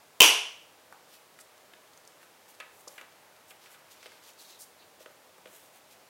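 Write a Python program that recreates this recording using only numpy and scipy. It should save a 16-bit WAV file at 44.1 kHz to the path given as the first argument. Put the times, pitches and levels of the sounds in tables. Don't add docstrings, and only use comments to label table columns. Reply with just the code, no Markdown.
import sys
import numpy as np
from scipy import signal
from scipy.fft import rfft, irfft, next_fast_len
from scipy.io import wavfile

SR = 44100
rng = np.random.default_rng(int(sys.argv[2]) if len(sys.argv) > 2 else 0)


def digitize_waveform(pressure):
    field = np.atleast_2d(pressure).T
    bounded = np.clip(field, -1, 1)
    quanta = np.round(bounded * 32767).astype(np.int16)
    wavfile.write(sys.argv[1], SR, quanta)


N = 268548
SNAP_S = .2064


def amp(db):
    return 10 ** (np.asarray(db) / 20)


def unit(x):
    return x / np.sqrt(np.mean(x ** 2) + 1e-20)


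def along(points, hz):
    freqs, values = np.transpose(points)
    return np.interp(np.log(hz + 1), np.log(freqs), values)


def filtered(x, response):
    size = next_fast_len(len(x) + SR // 4)
    return irfft(rfft(x, size) * response(np.fft.rfftfreq(size, 1 / SR)), size)[:len(x)]


def resonance(f, hz, width):
    return 1j * f * width / (hz * hz - f * f + 1j * f * width)


def band(count, hz, spread):
    def response(f):
        detuning = (f * f - hz * hz) / (f * hz * spread + 1)
        return (1 + detuning ** 6) ** -.5
    return unit(filtered(rng.standard_normal(count), response))


def flicker(t, depth_db, rate_hz):
    knots = rng.standard_normal(int(t[-1] * rate_hz) + 2)
    return unit(amp(depth_db * np.interp(t * rate_hz, np.arange(len(knots)), knots)))


def ringing(modes, attack_s, count=SR):
    t = np.arange(count) / SR
    tones = sum(amp(db - 60 * t / t60) * np.sin(2 * np.pi * (hz * t + rng.random()))
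                for hz, db, t60 in modes)
    tones *= (1 - np.exp(-t / attack_s)) ** 2
    return tones / np.linalg.norm(tones)


def add(track, start_s, sound):
    part = track[max(round(start_s * SR), 0):][:len(sound)]
    part += sound[:len(part)]


def hush(air_db):
    # pitch_hz, level_db
    hum = [(100, -90), (156, -85), (196, -86), (506, -79), (622, -78)]
    # frequency_hz, gain_db
    air_colour = [(18, -63), (30, -41.5), (90, -12), (187, -12), (307, -7), (420, -4.5), (479, -4),
                  (622, -1.5), (691, -4.5), (767, -2.5), (1050, -6), (1290, -7.5), (4310, -14),
                  (4780, -14.5), (15500, -20)]
    t = np.arange(N) / SR
    drone = sum(amp(db) * np.sqrt(2) * np.sin(2 * np.pi * hz * t) * flicker(t, depth_db=5, rate_hz=10)
                for hz, db in hum)
    air = unit(filtered(rng.standard_normal(N), lambda f: amp(along(air_colour, f))))
    return drone + amp(air_db) * air


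def contacts(flight_s=.0124, shrink=.72, loss_db=1.9):
    snap_db, rebound_db = 8, 3.5
    lead_s, lead_db = .0029, -8
    rows = []
    for bounce in range(5):
        start_s = SNAP_S + flight_s * (1 - shrink ** bounce) / (1 - shrink)
        blow_db = rebound_db - loss_db * (bounce - 1) if bounce else snap_db
        scrape_db = .5 - 5.5 * bounce
        rows.append((start_s - lead_s, blow_db + lead_db, scrape_db + lead_db))
        rows.append((start_s, blow_db, scrape_db))
    return rows


def rings(plate_db, scrape_t60, chatter_db, chatter_t60):
    # pitch_hz, width_hz, gain_db
    plate_modes = [(956.5, 380, -9.5), (2646, 420, 2.5), (3145, 480, 3.5), (4500, 500, -20),
                   (5570, 800, -9), (7650, 1500, -19.5), (10500, 3500, -26), (14000, 2500, -31)]
    blows, grit = np.zeros(N), np.zeros(N)
    t = np.arange(SR // 8) / SR
    for start_s, blow_db, scrape_db in contacts():
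        blow = amp(chatter_db - 60 * t / chatter_t60) * rng.standard_normal(len(t))
        blow[0] += 1
        add(blows, start_s, amp(blow_db) * blow)
        add(grit, start_s, amp(scrape_db - 60 * t / scrape_t60) * band(len(t), hz=10000, spread=3.7))

    def plate(f):
        return sum((-1) ** k * amp(db) * resonance(f, hz, width)
                   for k, (hz, width, db) in enumerate(plate_modes))
    return amp(plate_db) * filtered(blows, plate) + grit


def room(build_s, colour):
    # frequency_hz, t60_s
    decay_times = [(150, .42), (500, .52), (1400, 0.5), (2900, 0.55), (6000, 0.46), (10000, .4),
                   (15000, 0.22)]
    hz, t, spectra = signal.stft(rng.standard_normal(SR), SR, nperseg=256)
    decay = amp(-60 * t / along(decay_times, hz)[:, None])
    tail = signal.istft(spectra * decay, SR, nperseg=256)[1][:SR]
    swell = 1 - np.exp(-(np.arange(SR) / SR / build_s) ** 2)
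    return swell * filtered(tail, lambda f: amp(along(colour, f))) / np.linalg.norm(swell * tail)


def afterring(steel_db, room_db):
    # pitch_hz, level_db, t60_s
    steel_modes = [(2378, -4, .38), (2452, -3, .38), (2641, 1, .33), (2748, -1, .42), (2847, -2, .56),
                   (2971, -2, .5), (2993, -2, .46), (3104, -2, .48), (3381, 0, .34), (3594, -7, .35),
                   (4694, -8, .46), (5755, -7, .42), (5938, -8, .43), (6368, -10, .45), (6730, -11, .38)]
    # frequency_hz, gain_db
    echo_colour = [(30, -43.5), (140, -41), (250, -29.5), (350, -17.5), (620, -16), (980, -7.5),
                   (1200, -13.5), (1900, -16), (2400, -6.5), (2680, -2), (3000, -2), (3400, -7),
                   (3800, -16), (5000, -14), (5800, -7.5), (6500, -12.5), (7200, -17.5), (11000, -14.5),
                   (15500, -19.5)]
    out = np.zeros(N)
    add(out, SNAP_S, amp(steel_db) * ringing(steel_modes, attack_s=.005))
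    add(out, SNAP_S, amp(room_db) * room(build_s=.026, colour=echo_colour))
    return out


def cover(start_s, slap_db, hollow_db):
    # pitch_hz, level_db, t60_s
    slap_modes = [(454.2, -1.5, .024), (1010, -2, .028)]
    # pitch_hz, level_db, t60_s
    hollow_modes = [(197, -16, .3), (288, -3, .3), (316, 0, .3), (342, -5, .3), (437, 0, .4), (947, 3, .34),
                    (1026, 4, .34)]
    out = np.zeros(N)
    add(out, start_s, amp(slap_db) * ringing(slap_modes, attack_s=.002))
    add(out, start_s, amp(hollow_db) * ringing(hollow_modes, attack_s=.004))
    return out


def clack(hz, t60, spread, edge_db):
    t = np.arange(SR // 6) / SR
    body = band(len(t), hz, spread) * flicker(t, depth_db=.5, rate_hz=890) * amp(-60 * t / t60)
    edge = band(len(t), hz=6400, spread=1.0) * amp(edge_db - 60 * t / .029)
    return body + edge


def thud():
    # pitch_hz, level_db, t60_s
    desk_modes = [(368, -9, 0.027), (501, -3.5, 0.022), (647, -5, 0.017), (1146, -5.5, 0.015)]
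    return ringing(desk_modes, attack_s=.001, count=SR // 6)


def taps(desk_db, edge_db, edge_loss):
    # start_s, level_db, pitch_hz, thud_db
    landings = [(0.9252, -42.5, 1100, -9), (1.389, -45.5, 2000, -22), (1.7356, -45.5, 2400, -9),
                (2.873, -42.5, 630, -2), (4.0588, -41, 1900, -4.5), (4.064, -45, 2800, -19),
                (5.006, -50, 700, 3), (5.0595, -42.5, 1980, -0.5), (5.3809, -48, 1009, -10),
                (5.4572, -44.5, 2160, 1.5), (5.4717, -50, 2400, -6)]
    out = np.zeros(N)
    for start_s, db, hz, thud_db in landings:
        sheet = clack(hz, t60=.027, spread=.95, edge_db=edge_db - edge_loss * thud_db)
        add(out, start_s, amp(db) * (sheet + amp(desk_db + thud_db) * thud()))
    return out


def slides(hiss_hz, grain_db, grain_hz, rise_share=.42):
    # fastest_s, length_s, level_db, hiss_db
    strokes = [(1.128, 0.14, -61.5, -0.5), (1.408, 0.026, -53, -3), (2.227, .06, -65, -1),
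               (2.496, 0.051, -64, 6.5), (2.78, 0.16, -76, 13.5), (2.938, 0.18, -66, 4),
               (3.496, .055, -63.5, 6.5), (3.645, 0.099, -60.5, -4), (3.724, 0.069, -63.5, 5.5),
               (3.922, 0.057, -58, -1), (4.05, .34, -61, -7.5), (4.263, .13, -58.5, -2.5),
               (4.418, .11, -57.5, -0.5), (4.505, .15, -58, -3.5), (4.614, .07, -51.5, -1),
               (5.015, 0.055, -59, -2), (5.556, 0.26, -66, 6.5), (5.752, 0.083, -65, 3),
               (5.922, 0.062, -61.5, 0)]
    out = np.zeros(N)
    for fastest_s, length_s, db, hiss_db in strokes:
        t = np.arange(int(length_s * SR)) / SR
        rise_s = length_s * rise_share
        speed = np.sin(np.pi / 2 * np.interp(t, [0, rise_s, length_s], [0, 1, 0])) ** .98
        rub_hz = 3400 * 2 ** ((db + 61.5) / 10)
        rub = band(len(t), rub_hz, spread=1.04) + amp(hiss_db) * band(len(t), hiss_hz, spread=1.0)
        stick_slip = flicker(t, grain_db, grain_hz) * flicker(t, depth_db=2.2, rate_hz=60)
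        add(out, fastest_s - rise_s, amp(db) * speed * stick_slip * rub)
    return out


def rustle(start_s, end_s, level_db, hz, crinkle_db, crinkles=14):
    out = np.zeros(N)
    t = np.arange(int((end_s - start_s) * SR)) / SR
    handling = signal.windows.tukey(len(t), .2) * flicker(t, depth_db=4.5, rate_hz=5.3)
    add(out, start_s, amp(level_db) * handling * band(len(t), hz, spread=1.06))
    for when, softness, pitch in rng.random((crinkles, 3)):
        crinkle = clack(hz=1810 * 2 ** (2 * pitch), t60=.018, spread=1.05, edge_db=-6)
        add(out, start_s + when * (end_s - start_s), amp(crinkle_db - 5.4 * softness) * crinkle)
    return out


def ticks():
    # start_s, level_db
    flicks = [(1.9752, -46), (2.051, -50), (2.0754, -43), (2.878, -38), (2.882, -36), (3.9426, -63)]
    out = np.zeros(N)
    for start_s, db in flicks:
        add(out, start_s, amp(db) * clack(hz=5770, t60=.012, spread=.5, edge_db=-8.5))
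    return out


def buckles(thud_db):
    # start_s, level_db, t60_s
    pops = [(2.229, -51.5, 0.042), (2.6012, -38.5, 0.12), (2.9795, -43.5, 0.11), (3.0122, -43.5, 0.032),
            (3.507, -46, 0.067), (3.659, -52, 0.12), (3.741, -51.5, 0.1), (4.0288, -45, .03),
            (4.119, -52, 0.043)]
    out = np.zeros(N)
    for start_s, db, t60 in pops:
        sheet = clack(hz=1810, t60=t60, spread=1.1, edge_db=-6.5)
        add(out, start_s, amp(db) * (sheet + amp(thud_db) * thud()))
    return out


def squeaks(spread):
    # start_s, length_s, pitch_hz, level_db
    drags = [(4.351, 0.16, 4150, -61), (4.448, 0.15, 3920, -61), (4.757, 0.1, 4100, -64),
             (4.815, 0.027, 2880, -63)]
    out = np.zeros(N)
    for start_s, length_s, hz, db in drags:
        t = np.arange(int(length_s * SR)) / SR
        rasp = flicker(t, depth_db=-6, rate_hz=100) * band(len(t), hz, spread)
        add(out, start_s, amp(db) * np.sin(np.pi * t / length_s) * rasp)
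    return out


def scene():
    snap = rings(plate_db=16.5, scrape_t60=.007, chatter_db=-20.5, chatter_t60=.038)
    snap += afterring(steel_db=14, room_db=30)
    snap += cover(start_s=.2142, slap_db=6.0, hollow_db=2.5)
    clacks = taps(desk_db=20.0, edge_db=-18.5, edge_loss=.64) + buckles(thud_db=10.5) + ticks()
    sheets = amp(-1) * clacks + squeaks(spread=.19)
    sheets += slides(hiss_hz=9500, grain_db=2.0, grain_hz=560)
    sheets += rustle(start_s=1.4, end_s=4.7, level_db=-72.5, hz=1380, crinkle_db=-53.5)
    wall_colour = [(300, -9.5), (700, 0), (1300, -3.5), (5000, -13), (14000, -5)]  # frequency_hz, gain_db
    reverb = signal.fftconvolve(sheets, room(build_s=.002, colour=wall_colour))[:N]
    low_cut = signal.butter(4, 205, "highpass", fs=SR, output="sos")
    return (signal.sosfilt(low_cut, snap + sheets + reverb) + hush(air_db=-58.5))[None]


def record(dry):
    top_hz = 15850
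    band_limit = signal.ellip(12, .1, 85, top_hz, fs=SR, output="sos")
    return signal.sosfilt(band_limit, np.clip(dry, -1, 1))


dry = scene()
out = record(dry)
digitize_waveform(out)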